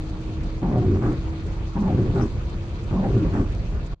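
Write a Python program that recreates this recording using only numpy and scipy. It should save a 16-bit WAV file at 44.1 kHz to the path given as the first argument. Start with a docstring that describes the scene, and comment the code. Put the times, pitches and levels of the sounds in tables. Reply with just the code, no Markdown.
"""A stereo microphone at the front seat of a car, driving slowly through heavy rain on a flooded road.
From the start: low rumble, a faint drivetrain whine, rain on roof and glass, then a softly ticking relay.
At 0.6 s, an arm's length ahead, the first of three wiper upstrokes scoops up the pooled water, shoves it
across the windscreen with a rubbery judder, squelch and moan, and flings it off; the return is silent.
The second upstroke squeaks once. After the third, one hard drop lands close by on the right."""
import sys
import numpy as np
from scipy import signal
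from scipy.fft import rfft, irfft
from scipy.io import wavfile
from scipy.ndimage import uniform_filter1d

SR = 44100
rng = np.random.default_rng(int(sys.argv[2]) if len(sys.argv) > 2 else 0)


def bounce(signal):
    """Save signal as a 16-bit WAV file at the path given by the first command-line argument."""
    frames = np.transpose(np.atleast_2d(signal))
    limited = np.clip(frames, -1, 1)
    pcm = np.round(limited * 32767).astype(np.int16)
    wavfile.write(sys.argv[1], SR, pcm)


N = 176400
TIME, BIN_HZ = np.arange(N) / SR, np.arange(N // 2 + 1) * SR / N


def from_db(db):
    """Decibels to gain."""
    return 10 ** (np.asarray(db) / 20)


def unit_power(x):
    """Scale to a mean square of 1."""
    return x / np.sqrt(np.mean(x ** 2) + 1e-20)


def in_time(rows):
    """Join timed rows by straight lines, one curve for each value column."""
    seconds, *columns = np.transpose(rows)
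    return [np.interp(TIME, seconds, column) for column in columns]


def gain_curve(points, share=1):
    """Gain at every frequency, from a share of the points' dB joined on a log-frequency axis."""
    hz, db = np.transpose(points)
    return from_db(share * np.interp(np.log(BIN_HZ + 1), np.log(hz), db))


def drift(rate_hz):
    """Smooth random motion of spread 1."""
    pole = np.exp(-80 * np.pi * rate_hz / SR)  # one step every 40 samples
    steps = rng.standard_normal(N // 40 + 2002)
    slow = signal.lfilter([1], [1, -2 * pole, pole * pole], steps)[2000:]
    return np.interp(np.arange(N) / 40, np.arange(len(slow)), unit_power(slow))


def envelope(start, shape, time=TIME):
    """A straight rise and fall; the shape is attack, hold and release in seconds."""
    return np.interp(time, start + np.cumsum([0, *shape]), [0, 1, 1, 0])


def noise():
    """Two unrelated white noises."""
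    return rng.standard_normal((2, N))


def impacts(per_s, spread_db):
    """Random impacts of uneven size, scattered left and right, as mid and side."""
    hits = rng.random(N) < per_s / SR
    sizes = from_db(spread_db * np.minimum(rng.exponential(1, N), 4))
    return unit_power(hits * sizes * rng.choice([-1, 1], (2, N)))


# Stereo width at the seat. Each row: frequency in Hz, side minus mid in dB.
WIDTH = [(25, -12), (120, -19), (300, -22.5), (500, -13), (800, -8.5), (1200, -2), (2500, -0.5),
         (8000, 0.5)]
# Balance at the seat. Each row: frequency in Hz, left minus right in dB.
BALANCE = [(400, 0), (1000, .5), (5000, 0.6), (6500, 0), (8000, -8), (12000, -0.5)]


def colour(pair, spectrum, left_lag_s=.00014):
    """Shape mid and side by a spectrum into left and right at the microphone, at unit power."""
    roll_off = np.maximum(BIN_HZ / spectrum[-1][0], 1) ** 3
    mid, side = rfft(pair) * gain_curve(spectrum) / roll_off
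    sides = np.array([[1], [-1]])
    stereo = (mid + sides * side * gain_curve(WIDTH)) * gain_curve(BALANCE, sides / 2)
    lag = np.exp(-1j * np.pi * BIN_HZ * left_lag_s * sides)
    return unit_power(irfft(stereo * lag, N))


# The road, heard through the floor. Each row: frequency in Hz, relative level in dB.
RUMBLE_SPECTRUM = [(12, -24), (24, -17.5), (36, 2), (60, -3), (100, -6), (135, -10), (175, -12), (230, -20),
                   (330, -22.5), (500, -26.5), (750, -37.5), (1500, -46.5), (4000, -63)]
# Its rise and fall. Each row: time in seconds, level in dB.
RUMBLE_LEVEL = [(0, -25), (.4, -27), (1.5, -27), (2.4, -26.5), (2.8, -28), (3.4, -23.5), (3.6, -27),
                (3.9, -28.5)]


def road_rumble():
    """Low road noise fills the cabin, swelling unevenly."""
    level_db, = in_time(RUMBLE_LEVEL)
    return from_db(level_db + 1.93 * drift(6.4)) * colour(noise(), RUMBLE_SPECTRUM)


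# The drivetrain, faint from the seat. Each row: time in seconds, pitch in Hz, level in dB.
WHINE = [(0, 314, -43), (.45, 319, -39), (1.3, 323, -42), (1.7, 328, -45), (2.4, 335, -44.5),
         (2.8, 338, -47.5), (3.55, 334, -50), (3.9, 325, -52)]


def drivetrain_whine(waver_db=2, jitter=.0072):
    """One thin, wavering tone that follows the car's speed."""
    hz, db = in_time(WHINE)
    level = from_db(db + waver_db * drift(3.1))
    pitch = hz * (1 + jitter * drift(25))
    return level * np.sqrt(2) * np.sin(2 * np.pi * np.cumsum(pitch) / SR)


# Rain just overhead. Each row: frequency in Hz, relative level in dB.
RAIN_SPECTRUM = [(300, -10.5), (600, 2.5), (1100, 1.5), (1600, -3.5), (2500, -5.5), (3400, -10.5),
                 (4400, -9.5), (5300, -16.5), (6500, -17), (8300, -30), (9300, -35.5), (10200, -48),
                 (12500, -51.5), (14000, -59)]
# Its strength. Each row: time in seconds, level in dB before the flicker.
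RAIN_LEVEL = [(0, -47), (.5, -48.5), (1.0, -47), (1.6, -47), (2.2, -46.5), (2.7, -47.5), (3.3, -46.5),
              (3.9, -48.5)]


def rain(hiss_db=2.5, swell_db=-.15):
    """Dense drops strike roof and glass over a smooth wet hiss."""
    level_db, = in_time(RAIN_LEVEL)
    patter = cabin(impacts(per_s=700, spread_db=.7) + from_db(hiss_db) * noise())
    return from_db(level_db + swell_db * drift(4.7)) * flicker(colour(patter, RAIN_SPECTRUM))


def cabin(x, t60_s=.064, reflections_db=-9):
    """Surfaces close around the microphone add short, dense reflections."""
    t = TIME[:SR // 10]
    tail = rng.standard_normal((2, len(t))) * from_db(-60 * t / t60_s)
    tail /= np.sqrt(np.sum(tail ** 2, axis=1, keepdims=True))
    return unit_power(x + from_db(reflections_db) * signal.fftconvolve(x, tail, axes=1)[:, :N])


def flicker(x, low_db=3.5, treble_db=1.2):
    """Each half-octave of the rain swells and sinks on its own, less so towards the treble."""
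    half_octaves = np.clip(2 * np.log2((BIN_HZ + 1) / 500), 0, 9)
    spectrum, out = rfft(x), 0
    for k, depth_db in enumerate(np.linspace(low_db, treble_db, 10)):
        band = irfft(spectrum * np.maximum(1 - np.abs(half_octaves - k), 0), N)
        out += band * from_db(depth_db * drift(13))
    return out


# The relay in the dashboard. Each row: frequency in Hz, relative level in dB.
TICK_SPECTRUM = [(1500, -4.5), (3200, 6.5), (5000, 0), (7000, 3.5), (9000, -8), (10500, -20.5),
                 (14000, -40.5)]


def indicator(first_s=.0915, period_s=.3428, level_db=-55.5, tail_db=-5, tail_t60_s=.087):
    """The relay ticks evenly, each tick a burst of noise with a brief tail."""
    since = (TIME - first_s) % period_s
    tick = envelope(0, (.001, .009, .0048), since)
    tail = from_db(tail_db - 60 * since / tail_t60_s)
    return from_db(level_db) * np.maximum(tick, tail) * colour(noise(), TICK_SPECTRUM)


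# Wiper upstrokes, an arm's length ahead. Each row: start in seconds, scoop in dB, surge delay in
# seconds, surge in dB, shove in dB, fling delay in seconds, fling in dB, spray in dB.
STROKES = [(0.615, -24.5, 0.097, -29, -24, 0.391, -26, -63),
           (1.749, -23.5, 0.11, -30.5, -24, 0.393, -26, -60.5),
           (2.901, -25.5, 0.115, -27, -23, .418, -26, -62)]
# The water in each part of a stroke. Each row: frequency in Hz, relative level in dB.
SCOOP_SPECTRUM = [(50, -20), (110, -2), (200, 7.5), (300, -5.5), (450, -12.5), (850, -15), (1200, -30.5),
                  (1700, -37), (3500, -51.5)]
SURGE_SPECTRUM = [(200, -1.5), (400, 1.5), (600, 11.5), (850, -4.5), (1100, -19.5), (1800, -19.5),
                  (4000, -38.5)]
SHOVE_SPECTRUM = [(45, -27.5), (95, 6.5), (200, 2.5), (360, -3), (470, -8), (750, -21), (1100, -28.5),
                  (2000, -37), (6500, -56.5), (11000, -84)]
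FLING_SPECTRUM = [(50, -2.5), (115, 0), (200, 5.5), (370, 2), (470, -11.5), (800, -15.5), (1400, -23),
                  (2000, -33.5), (4000, -55)]
SPLASH_SPECTRUM = [(450, -12), (620, 5.5), (850, 2.5), (1000, -10.5), (1180, -2.5), (1520, -8.5),
                   (1750, -12.5), (2600, -23.5), (4000, -46.5)]
SPRAY_SPECTRUM = [(2000, -7), (4000, -6.5), (5800, 6), (8500, -2), (10500, -31)]


def swept_water(slosh_db=.44):
    """Water splatters ahead of the blades: scooped up, surging, shoved across, flung off with a spray."""
    scoop = surge = shove = fling = splash = spray = water = 0
    for start, scoop_db, surge_delay, surge_db, shove_db, fling_delay, fling_db, spray_db in STROKES:
        splash += from_db(-41.5) * envelope(start + .009, (.0021, .018, .037))  # the blades break away
        scoop += from_db(scoop_db) * envelope(start, (.011, .1654, .032))
        surge += from_db(surge_db) * envelope(start + surge_delay, (.023, .028, .0084))
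        shove += from_db(shove_db) * envelope(start + .11, (.096, .15, .13))
        edge_s = start + fling_delay  # the water leaves the glass
        leaving = envelope(edge_s, (.023, .095, .029))
        fling += from_db(fling_db) * leaving
        spray += from_db(spray_db) * leaving
        splash += from_db(-35.5) * envelope(edge_s + .0033, (.016, .041, .042))
    for level, spectrum in [(scoop, SCOOP_SPECTRUM), (surge, SURGE_SPECTRUM), (shove, SHOVE_SPECTRUM),
                            (fling, FLING_SPECTRUM), (splash, SPLASH_SPECTRUM)]:
        splats = impacts(per_s=1400, spread_db=.4)
        water += level * steady(colour(splats, spectrum))
    return water * from_db(slosh_db * drift(60)) + spray * colour(noise(), SPRAY_SPECTRUM)


def steady(x, window_s=.022):
    """Even out the chance swells of the flow."""
    power = uniform_filter1d(np.mean(x ** 2, axis=0), int(window_s * SR))
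    return unit_power(x / np.sqrt(np.abs(power) + 1e-9))


# Windscreen and cabin, between blades and microphone. Each row: centre in Hz, width in Hz, gain in dB.
GLASS_RESONANCES = [(289, 7.6, 5.5), (391.2, 16, 5), (473.6, 52, -9), (540, 69, 4), (574, 29, -16),
                    (612, 69, 1), (654, 23, -12.5), (704, 19, -0.5), (753, 60, 0.5), (795, 40, 0),
                    (1131, 100, 5), (1350, 41, -2), (1470, 110, 3)]


def glass(x):
    """The wipers sound through the resonances and dips of windscreen and cabin."""
    for hz, width, db in GLASS_RESONANCES:
        gain, damping = from_db(db / 2), np.pi * width / SR
        tuning = -2 * np.cos(2 * np.pi * hz / SR)
        boost, cut = damping * gain, damping / gain
        x = signal.lfilter([1 + boost, tuning, 1 - boost], [1 + cut, tuning, 1 - cut], x)
    return x


# Rubber on the windscreen. Each row: start and length in seconds, first and last pitch in Hz,
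# level in dB before the glass.
JUDDERS = [(.617, 0.066, 188.5, 175.7, -26), (.69, 0.055, 223.3, 181.7, -25),
           (.735, 0.089, 135.7, 108.8, -22), (0.851, 0.13, 95.3, 90.4, -20.5),
           (1.015, 0.086, 133.5, 101.7, -23), (1.082, 0.083, 132.9, 106.6, -25),
           (1.754, .135, 196.6, 200.1, -28.5), (1.915, 0.054, 105.6, 92.4, -19.5),
           (1.973, 0.056, 127.8, 106.6, -17), (2.065, 0.042, 120.5, 99, -24.5),
           (2.146, 0.13, 138.4, 106.4, -22), (2.254, 0.053, 106, 81, -28), (2.91, 0.032, 120, 107, -24.5),
           (2.915, 0.076, 174.4, 206, -26.5), (2.975, 0.075, 214.9, 173.6, -22),
           (3.065, .05, 116, 105.3, -21), (3.123, 0.07, 119, 114.8, -19.5), (3.186, .085, 104.5, 98.4, -36),
           (3.33, 0.1, 139, 93, -26)]


def judder(jitter=.013, flutter_db=2.03, muffle_hz=484):
    """The blades stick and slip in short, unsteady, gliding groans, muffled by the glass."""
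    harmonics_db = [0, -12.5, -11.5, -12, -15, -22.5]
    out, wobble = np.zeros(N), 1 + jitter * drift(43)
    for start, length, first_hz, last_hz, db in JUDDERS:
        progress = (TIME - start) / length
        on = (progress > 0) & (progress < 1)
        pitch = (first_hz + (last_hz - first_hz) * progress[on]) * wobble[on]
        phase = 2 * np.pi * (rng.random() + np.cumsum(pitch) / SR)
        wave = sum(from_db(level) * np.sin(k * phase) for k, level in enumerate(harmonics_db, 1))
        out[on] += from_db(db) * np.sqrt(2 * np.sin(np.pi * progress[on])) * wave
    muffled = signal.sosfilt(signal.butter(2, muffle_hz, fs=SR, output="sos"), out)
    return muffled * from_db(flutter_db * drift(33))


# Water under the blades. Each row: start and length in seconds, middle pitch in Hz,
# level in dB before the glass.
SQUELCHES = [(0.641, 0.032, 801, -37.5), (.735, 0.072, 739, -34.5), (0.759, 0.035, 610, -34.5),
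             (.815, 0.04, 726, -36.5), (0.881, .035, 336, -21.5), (1.029, 0.094, 314.8, -26.5),
             (1.752, 0.041, 946, -39), (1.857, 0.041, 830, -34.5), (1.888, 0.038, 737, -35.5),
             (1.977, 0.044, 334.4, -24.5), (2.139, .065, 384.3, -29.5), (2.183, 0.027, 774, -35),
             (2.212, .055, 309.3, -26.5), (2.218, .04, 415, -28.5), (2.964, 0.02, 1090, -40.5),
             (3.025, .055, 777, -33), (3.045, 0.025, 517, -29), (3.192, 0.068, 314.4, -23),
             (3.349, 0.097, 279.5, -26)]


def squelches(sag_octaves_per_s=2.6, jitter=.028):
    """Water squeezed from under the rubber gives short, rough, falling chirps."""
    out, wobble = np.zeros(N), 1 + jitter * drift(140)
    for start, length, hz, db in SQUELCHES:
        since = TIME - start
        on = (since > 0) & (since < length)
        pitch = hz * 2 ** (-sag_octaves_per_s * (since[on] - length / 2)) * wobble[on]
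        level = from_db(db) * np.sin(np.pi * since[on] / length)
        out[on] += level * np.sqrt(2) * np.sin(2 * np.pi * np.cumsum(pitch) / SR)
    return out


def moan(delay_s=.168, length_s=.19, base_hz=356.6, arch_hz=27.4, jitter=.012, level_db=-33):
    """Midway through each upstroke the blade moans, its pitch rising and falling with its speed."""
    out, wobble = np.zeros(N), 1 + jitter * drift(30)
    for start, *_ in STROKES:
        speed = np.sin(np.pi * np.clip((TIME - start - delay_s) / length_s, 0, 1))
        pitch = (base_hz + arch_hz * speed) * wobble
        out += speed * np.sin(2 * np.pi * np.cumsum(pitch) / SR)
    return from_db(level_db) * np.sqrt(2) * out


# A blade squeaking just ahead. Each row: frequency in Hz, relative level in dB.
SQUEAK_SPECTRUM = [(4000, -32), (5200, -2), (5900, -2.5), (7000, -22), (11000, -48)]


def squeak(start_s=2.208, level_db=-51):
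    """The wet rubber gives one thin, hissy squeak."""
    return from_db(level_db) * envelope(start_s, (.011, .015, .011)) * colour(noise(), SQUEAK_SPECTRUM)


# A drop close to the microphone. Each row: frequency in Hz, relative level in dB.
DROP_SPECTRUM = [(800, -20), (2800, -1), (6000, -3), (9000, -17), (11000, -26), (14000, -28)]


def hard_drop(start_s=3.5503, left_db=-36, right_db=-30):
    """One hard drop lands with a dry snap, a little to the right."""
    click = np.zeros((2, N))
    click[0, int(start_s * SR)] = 1
    snap = colour(click, DROP_SPECTRUM)
    return from_db([[left_db], [right_db]]) * snap / np.abs(snap).max()


def scene(rib_depth=.36, rib_knee_db=-22.5):
    """Everything heard from the front seat; the juddering rubber chops the water it pushes into ribs."""
    rubber = judder()
    ribs = 1 + rib_depth * np.tanh(rubber / from_db(rib_knee_db))
    wipers = glass(swept_water() * ribs + rubber + squelches() + moan()) + squeak()
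    return wipers + rain() + drivetrain_whine() + road_rumble() + indicator() + hard_drop()


def record(dry, end_s=3.935, fade_s=.014, cutoff_hz=15500):
    """The sound at the microphone ends with a quick fade; the highest treble is cut."""
    fade = np.clip(1 - (TIME - end_s) / fade_s, from_db(-31.5), 1)
    return signal.sosfilt(signal.cheby2(12, 70, cutoff_hz, fs=SR, output="sos"), dry * fade)


dry = scene()
out = record(dry)
bounce(out)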